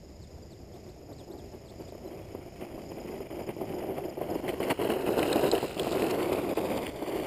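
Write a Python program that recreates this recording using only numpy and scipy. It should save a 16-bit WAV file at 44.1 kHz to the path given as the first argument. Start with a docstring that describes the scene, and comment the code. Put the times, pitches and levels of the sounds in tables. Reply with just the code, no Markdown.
"""A small electric model truck comes in from far off over loose gravel, passes close and draws away.
Random stone contacts ring its hollow tyres and crunch under them; it hops, slams onto bumps and flings
pebbles at its chassis. Gliding whistles make a songbird and a thin trill at the field's edge, over a
faint low hum and filtered-noise open air. The camera's microphone holds each sample at a low rate."""
import sys
import numpy as np
from scipy import signal
from scipy.fft import rfft, irfft
from scipy.io import wavfile
from scipy.ndimage import map_coordinates

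SR = 44100
rng = np.random.default_rng(int(sys.argv[2]) if len(sys.argv) > 2 else 0)


def wrap_up_sound(samples):
    """Save the sound to the file named by the first command line argument, as 16-bit audio."""
    columns = np.atleast_2d(samples).T
    # keep every value between -1 and 1, then stretch to whole-number steps
    tamed = np.clip(columns, -1, 1)
    steps = np.round(tamed * 32767).astype(np.int16)
    wavfile.write(sys.argv[1], SR, steps)


N = 320166
TIME = np.arange(N) / SR

# the drive, as speed and distance set it: (time [s], drumming level before trim [dB], crunch level [dB])
DRIVE = [(0, -54, -81), (1.0, -50.5, -72.5), (1.95, -48.5, -65), (2.15, -46.5, -60.5), (3.3, -41, -55),
         (3.9, -35.5, -52.5), (4.42, -37, -53), (4.65, -29, -42.5), (5.03, -31, -46.5), (5.25, -28.5, -42),
         (5.55, -27.5, -41.5), (5.75, -31, -47), (5.98, -30, -40), (6.2, -28, -42.5), (6.48, -32.5, -48),
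         (6.62, -29, -45), (6.95, -36, -48), (7.26, -33, -44.5)]
# truck nearness: (time [s], share of near tyre colour [0-1], fine grit level above the crunch [dB])
NEARNESS = [(0, 0.33, -31), (3.8, 0, -17), (4.35, 0.38, -11.5), (4.8, 0.93, -9), (5.1, 0.68, -7),
            (5.45, 1, -2.5), (5.8, 0.47, 1), (6.1, 0.9, -7.5), (6.35, 0.57, -5), (6.7, 0.54, -4.5),
            (7.26, 0.53, -7.5)]
# hops: (take-off time [s], landing time [s], drumming level change [dB], crunch level change [dB])
HOPS = [(2.399, 2.614, -5.5, -3.5), (3.276, 3.303, -8, -6), (3.515, 3.565, -13, -5.5),
        (4.07, 4.172, -5, -4.5), (4.405, 4.439, -7.5, -6), (4.547, 4.602, -10.5, -8.5),
        (4.732, 4.791, -17, -6), (4.879, 4.888, -14.5, 2), (5.59, 5.628, -9, -1.5),
        (5.657, 5.768, -8.5, -2), (5.883, 5.914, -5.5, -7), (6.54, 6.573, -16.5, -4),
        (6.868, 7.022, -3, -2), (7.073, 7.091, 1.5, 0)]
# tyres dig into loose patches: (time [s], length [s], drumming level change [dB], crunch level change [dB])
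# a dig shorter than its edge reaches only part of the change
DIGS = [(1.087, 0.035, 6.5, 6), (1.27, 0.13, 4, -12.5), (1.522, 0.029, 9, 5), (1.799, 0.018, 11.5, 9),
        (2.049, 0.029, 8, -3), (2.342, 0.021, 8, 2), (2.602, 0.063, 3.5, 6.5), (3.379, 0.044, 3.5, 2.5),
        (3.486, 0.056, 6, 4.5), (3.606, 0.012, 0, 1.5), (3.792, 0.018, 1, 0), (4.291, 0.057, 9, 6),
        (4.477, 0.034, 2.5, 8.5), (4.7, 0.022, 2, 11), (4.821, 0.085, 3, 1.5), (4.92, 0.059, 1.5, 2),
        (5.158, 0.081, 6, 3.5), (5.27, 0.034, 2.5, 4), (6.093, 0.021, -3, 5), (6.561, 0.03, 3, 2),
        (7.01, 0.023, 4.5, 0)]
# wheels slam onto bumps: (time [s], peak level before trim [dB])
BUMPS = [(1.923, -30), (1.95, -30.5), (2.349, -25.5), (2.778, -25.5), (2.918, -26.5), (3.096, -29),
         (3.204, -25), (3.612, -21), (3.736, -23), (3.78, -29), (4.213, -21), (4.354, -20.5), (5.09, -12.5),
         (5.358, -10), (5.534, -12.5), (5.87, -15), (6.02, -15), (6.264, -22), (6.51, -23), (7.155, -21.5)]
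# pebbles strike the chassis: (time [s], peak level before trim [dB], resonance [Hz])
PEBBLES = [(4.481, -27.5, 2110), (4.7, -28, 2440), (5.193, -22, 3300), (5.23, -18.5, 2420),
           (5.329, -18, 3700), (5.359, -25.5, 2800), (5.5152, -15.5, 4080), (5.552, -21.5, 3120),
           (5.58, -27, 2840), (5.695, -37, 3030), (5.796, -18, 3200), (5.779, -29, 2860),
           (5.909, -29, 4420), (6.022, -23.5, 2480), (6.11, -26.5, 4730), (6.362, -38, 4400),
           (6.867, -22, 2740)]
# ring of the hollow tyres, close to the microphone: (frequency [Hz], relative level [dB])
TYRE_NEAR = [(30, -37), (70, -25), (130, -15.5), (200, -11.5), (270, -7), (325, -2), (385, -1), (460, -3),
             (540, -7), (660, -9), (800, -14), (1050, -15.5), (1500, -27), (2500, -45)]
# ring of the hollow tyres, far off: (frequency [Hz], relative level [dB])
TYRE_FAR = [(30, -26), (100, -12), (200, -5.5), (280, -4), (325, 1), (380, 1.5), (470, -7), (560, -5.5),
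            (680, -7), (850, -15), (1050, -25.5), (1500, -29.5), (2500, -48)]
# colour of stones grinding on each other: (frequency [Hz], relative level [dB])
CRUNCH = [(500, -15), (950, 3), (1300, 3), (1700, -6), (2050, 0.5), (2500, 4.5), (2900, 1.5), (3200, -4),
          (3600, -18), (4200, -24), (5800, -29)]
# colour of the finest grit: (frequency [Hz], relative level [dB])
GRIT = [(2500, -29), (3400, 0), (4100, -2.5), (4500, -0.5), (5000, -2.5), (5500, -12), (6000, -10)]
# reflection off the ground: (time [s], lag [ms], reflected share [0-1])
GROUND = [(0, .7, .2), (3.8, .76, .35), (4.35, .79, .5), (4.8, .82, .5), (5.1, .87, .5), (5.5, .87, .5),
          (5.8, .86, .2), (6.1, .85, .3), (6.35, .68, .2), (6.7, .72, .45), (7.0, .76, .55),
          (7.26, .77, .45)]
# pitches that every songbird sweep runs between: (low [Hz], high [Hz])
SONG_HZ = (3095, 4900)
# songbird's rising sweeps: (time [s], length [s], middle pitch [Hz], level [dB])
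UPSWEEPS = [(0.73, .03, 3640, -63), (.757, .02, 3900, -64), (.886, 0.024, 4150, -61),
            (1.122, .025, 4250, -58.5), (1.309, .031, 4200, -56), (1.682, 0.034, 3700, -58),
            (1.875, .034, 3850, -59)]
# songbird's falling sweeps: (time [s], length [s], middle pitch [Hz], level [dB])
DOWNSWEEPS = [(.209, .047, 4150, -59), (0.5, .045, 4220, -59), (1.174, 0.048, 3680, -57.5),
              (1.371, .042, 3650, -59.5), (1.65, .045, 4340, -61), (1.694, 0.016, 4020, -57),
              (1.893, .015, 4100, -60)]
# soft, level calls that end the song: (time [s], length [s], pitch [Hz], level [dB])
SOFT_CALLS = [(2.058, .024, 4050, -61), (2.11, 0.028, 3230, -62), (2.21, .05, 3340, -67)]
# thin, fast trill in the grass: (time [s], syllable rate [1/s], level before scatter [dB])
TRILL = [(0, 26, -60), (1.0, 27, -62.5), (1.8, 31, -60.5), (2.4, 28, -62), (3.0, 27.7, -58.5),
         (3.6, 28, -59.5), (4.4, 24, -64), (4.7, 22, -64)]
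# the trill's accents, two loud syllables each: (time [s], level [dB])
ACCENTS = [(3.421, -54.5), (3.739, -52.5), (4.047, -52.5), (4.299, -50), (4.59, -51)]
# low, distant hum: (time [s], length [s], start [Hz], middle [Hz], end [Hz], level before wavering [dB])
HUM = [(0.0, 0.573, 65.3, 76.2, 79, -51), (1.706, 0.89, 94.3, 100.8, 88.5, -55)]
# colour of the open air: (frequency [Hz], relative level [dB])
AIR = [(20, -13), (40, -7.5), (65, 0.5), (90, -0.5), (130, -3.5), (220, -8), (400, -21.5), (700, -23.5),
       (1100, -41), (2000, -29), (3700, -35.5), (4500, -32.5), (5050, -23.5), (5500, -27.5), (6000, -32.5)]


def rolling(clump_db=3, fine_clump_db=2.5, jolt_db=1.85, bounce_db=1.1, drumming_trim_db=0.5):
    """Stones drum on the hollow tyres and grind on each other; the jolting wheel load drives both."""
    drum_db, crunch_db = wheel_load()
    load = undb(jolt_db * walk(55))
    near = curve(NEARNESS).clip(0, 1)
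    knocks = contacts(rate=3000, spread_db=2)
    near_tyres = near * unit(ring(knocks, TYRE_NEAR))
    far_tyres = (1 - near) * unit(ring(knocks, TYRE_FAR))
    # the soft tyres bounce on the uneven ground
    bounce = bounce_db * walk(36).clip(-2, 1.5)
    drumming = (near_tyres + far_tyres) * undb(drum_db + bounce + drumming_trim_db)
    # stones give way in small clumps, each a few milliseconds long
    clumps = undb(clump_db * walk(260).clip(-2.2, 2.2))
    crunch = unit(ring(contacts(rate=4500, spread_db=1.5) * clumps, CRUNCH))
    # the finest ticks only carry over a short distance
    fine_clumps = undb(fine_clump_db * walk(330).clip(-2.2, 2.2))
    ticks = contacts(rate=5000, spread_db=7.0) * fine_clumps
    grit = unit(ring(ticks, GRIT)) * undb(curve(NEARNESS, axis=2))
    return load * (drumming + (crunch + grit) * undb(crunch_db))


def wheel_load(hop_edge_s=0.0058, dig_edge_s=0.02):
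    """Drumming and crunch levels in dB follow the drive and change as wheels hop or dig in."""
    drum_db, crunch_db = curve(DRIVE), curve(DRIVE, axis=2)
    for start, end, drum_change, crunch_change in HOPS:
        hop = window(start, end, hop_edge_s)
        drum_db, crunch_db = drum_db + drum_change * hop, crunch_db + crunch_change * hop
    for start, length, drum_change, crunch_change in DIGS:
        dig = window(start, start + length, dig_edge_s)
        drum_db, crunch_db = drum_db + drum_change * dig, crunch_db + crunch_change * dig
    return drum_db, crunch_db


def bumps(decay_s=0.0047, rattle=0.13, landing_db=11, trim_db=-2.5):
    """A bump or landing is one firm push and a quick rattle of stones into the tyres."""
    out, t = np.zeros(N), np.arange(4096) / SR
    drive_db = curve(DRIVE)
    # before trim, a landing peaks landing_db above the drive's drumming level
    landings = [(end, np.interp(end, TIME, drive_db) + landing_db) for _, end, _, _ in HOPS]
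    for start, db in BUMPS + landings:
        push = rattle * rng.standard_normal(len(t)) * np.exp(-t / decay_s)
        push[0] += 1
        # soft rubber spreads the push over about a millisecond
        soft_push = np.convolve(push, np.hanning(40))
        thud = ring(soft_push, TYRE_NEAR)
        add(out, start, thud / np.abs(thud).max() * undb(db + trim_db))
    return out


def pebbles(skid_s=0.0012, trim_db=-3):
    """Each pebble gives a dry snap: it skids and bounces for a few milliseconds on one broad resonance."""
    out, t = np.zeros(N), np.arange(1024) / SR
    skid = t * np.exp(-t / skid_s)
    for start, db, hz in PEBBLES:
        chassis = [(hz / 4, -28), (hz / 1.6, -13), (hz / 1.15, -5), (hz, 0),
                   (hz * 1.15, -7), (hz * 1.4, -17), (hz * 3, -34)]
        snap = ring(skid * rng.choice([-1, 1], len(t)), chassis)
        # start 1 ms early, as the skid takes a moment to build
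        add(out, start - .001, snap / np.abs(snap).max() * undb(db + trim_db))
    return out


def ground_echo(x):
    """The gravel returns the treble inverted and a little late, so notches slide as the truck moves."""
    high_pass = signal.butter(2, 800, "high", fs=SR, output="sos")
    treble = signal.sosfiltfilt(high_pass, x)
    lag_samples = curve(GROUND) * SR / 1000
    late_treble = map_coordinates(treble, [np.arange(N) - lag_samples], order=1)
    return x - curve(GROUND, axis=2) * late_treble


def songbird():
    """A songbird whistles quick sweeps between two pitches, then soft level calls."""
    out, (low_hz, high_hz) = np.zeros(N), SONG_HZ
    for start, length, middle_hz, db in UPSWEEPS:
        add(out, start, undb(db) * whistle(length, low_hz, middle_hz, high_hz))
    for start, length, middle_hz, db in DOWNSWEEPS:
        add(out, start, undb(db) * whistle(length, high_hz, middle_hz, low_hz))
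    for start, length, hz, db in SOFT_CALLS:
        add(out, start, undb(db) * whistle(length, hz, hz, hz))
    return out


def trill(pitch_scatter=0.0216, scatter_db=2.5, late_s=0.0014):
    """A run of tiny falling syllables, scattered in time, pitch and level, plus steady accents."""
    out, fall_hz = np.zeros(N), np.array([5330, 5030, 4780])
    # a syllable starts each time the running count passes a whole number
    count = np.cumsum(curve(TRILL)) / SR
    starts = np.flatnonzero(np.diff(np.floor(count)))
    starts = starts[starts < TRILL[-1][0] * SR]
    db = curve(TRILL, axis=2)
    for i, (late, pitch, loud) in zip(starts, rng.standard_normal((512, 3))):
        syllable = whistle(0.0207, *fall_hz * (1 + pitch_scatter * pitch))
        add(out, i / SR + late_s * late, undb(db[i] + scatter_db * loud) * syllable)
    for start, accent_db in ACCENTS:
        for at in start, start + 0.0425:
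            add(out, at, undb(accent_db) * whistle(0.0184, *fall_hz))
    return out


def among_trees(calls, trees_db=-15, decay_s=0.053):
    """Trees scatter the calls into a faint, quickly dying tail of dense random echoes."""
    t = TIME[:SR // 2]
    trees = rng.standard_normal(len(t)) * np.exp(-t / decay_s)
    tail = signal.fftconvolve(calls, trees / np.linalg.norm(trees))[:N]
    return calls + undb(trees_db) * tail


def hum():
    """A faint, distant low tone swells twice, gliding in pitch and wavering in level."""
    out = np.zeros(N)
    for start, length, first_hz, middle_hz, last_hz, db in HUM:
        add(out, start, undb(db) * whistle(length, first_hz, middle_hz, last_hz))
    return out * undb(3 * walk(14))


def field(level_db=-49.5, waver_db=1.2):
    """Low outdoor rumble with a faint insect hiss on top: coloured noise, gently wavering."""
    return unit(ring(rng.standard_normal(N), AIR)) * undb(level_db + waver_db * walk(9.2))


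def contacts(rate, spread_db):
    """Stone contacts at random moments (rate per second), with random sign and spread of size."""
    hit = rng.random(N) < rate / SR
    size = undb(spread_db * np.clip(rng.standard_normal(N), -2, 2))
    return hit * size * np.sign(rng.standard_normal(N))


def whistle(length, first_hz, middle_hz, last_hz):
    """A pure note that glides through three pitches and fades in and out."""
    u = np.linspace(0, 1, int(length * SR))
    glide = np.polyfit([0, .5, 1], [first_hz, middle_hz, last_hz], 2)
    phase = 2 * np.pi * np.cumsum(np.polyval(glide, u)) / SR
    return np.sin(phase) * signal.windows.tukey(len(u), .5)


def ring(x, colour, size=4096):
    """Pass x through a causal, minimum-phase body whose response follows (Hz, dB) points."""
    hz, db = np.transpose(colour)
    grid = np.maximum(np.fft.rfftfreq(size, 1 / SR), 1)
    gain = undb(np.interp(np.log(grid), np.log(hz), db))
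    # folding the cepstrum forward in time makes the body causal
    cepstrum = irfft(np.log(gain))
    cepstrum[1:size // 2] *= 2
    cepstrum[size // 2 + 1:] = 0
    body = irfft(np.exp(rfft(cepstrum)))
    return signal.fftconvolve(x, body)[:len(x)]


def walk(rate):
    """Random values, rate per second, joined by straight lines; spread near 1."""
    return 1.2 * np.interp(TIME * rate, np.arange(4096), rng.standard_normal(4096))


def curve(rows, axis=1):
    """One column of a table, joined by straight lines in time."""
    rows = np.array(rows)
    return np.interp(TIME, rows[:, 0], rows[:, axis])


def window(start, end, edge_s):
    """Rise and fall between two moments, with sloping edges centred on them."""
    return np.clip(np.minimum(TIME - start, end - TIME) / edge_s + .5, 0, 1)


def add(out, start, sound):
    """Mix a short sound in at its time in seconds."""
    i = max(int(start * SR), 0)
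    out[i:i + len(sound)] += sound[:max(N - i, 0)]


def undb(db):
    """Decibels to gain."""
    return 10 ** (np.asarray(db) / 20)


def unit(x):
    """Scale to rms 1."""
    return x / np.sqrt(np.mean(x ** 2))


def scene():
    """Truck on the gravel, calls at the field's edge, hum and open air at one microphone."""
    truck = ground_echo(rolling() + bumps() + pebbles())
    calls = among_trees(songbird() + trill())
    return (truck + calls + hum() + field())[None]


def record(dry, hold_hz=12000, top_hz=15350):
    """The camera samples slowly and holds each value, mirroring sound into the treble; the top is cut."""
    slow = signal.resample_poly(dry, hold_hz, SR, axis=1)
    # eight equal values in a row draw each held step
    steps = np.repeat(slow, 8, axis=1)
    held = signal.resample_poly(steps, SR, 8 * hold_hz, axis=1)[:, :N]
    low_pass = signal.ellip(10, .2, 70, top_hz, fs=SR, output="sos")
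    return signal.sosfilt(low_pass, held)


dry = scene()
out = record(dry)
wrap_up_sound(out)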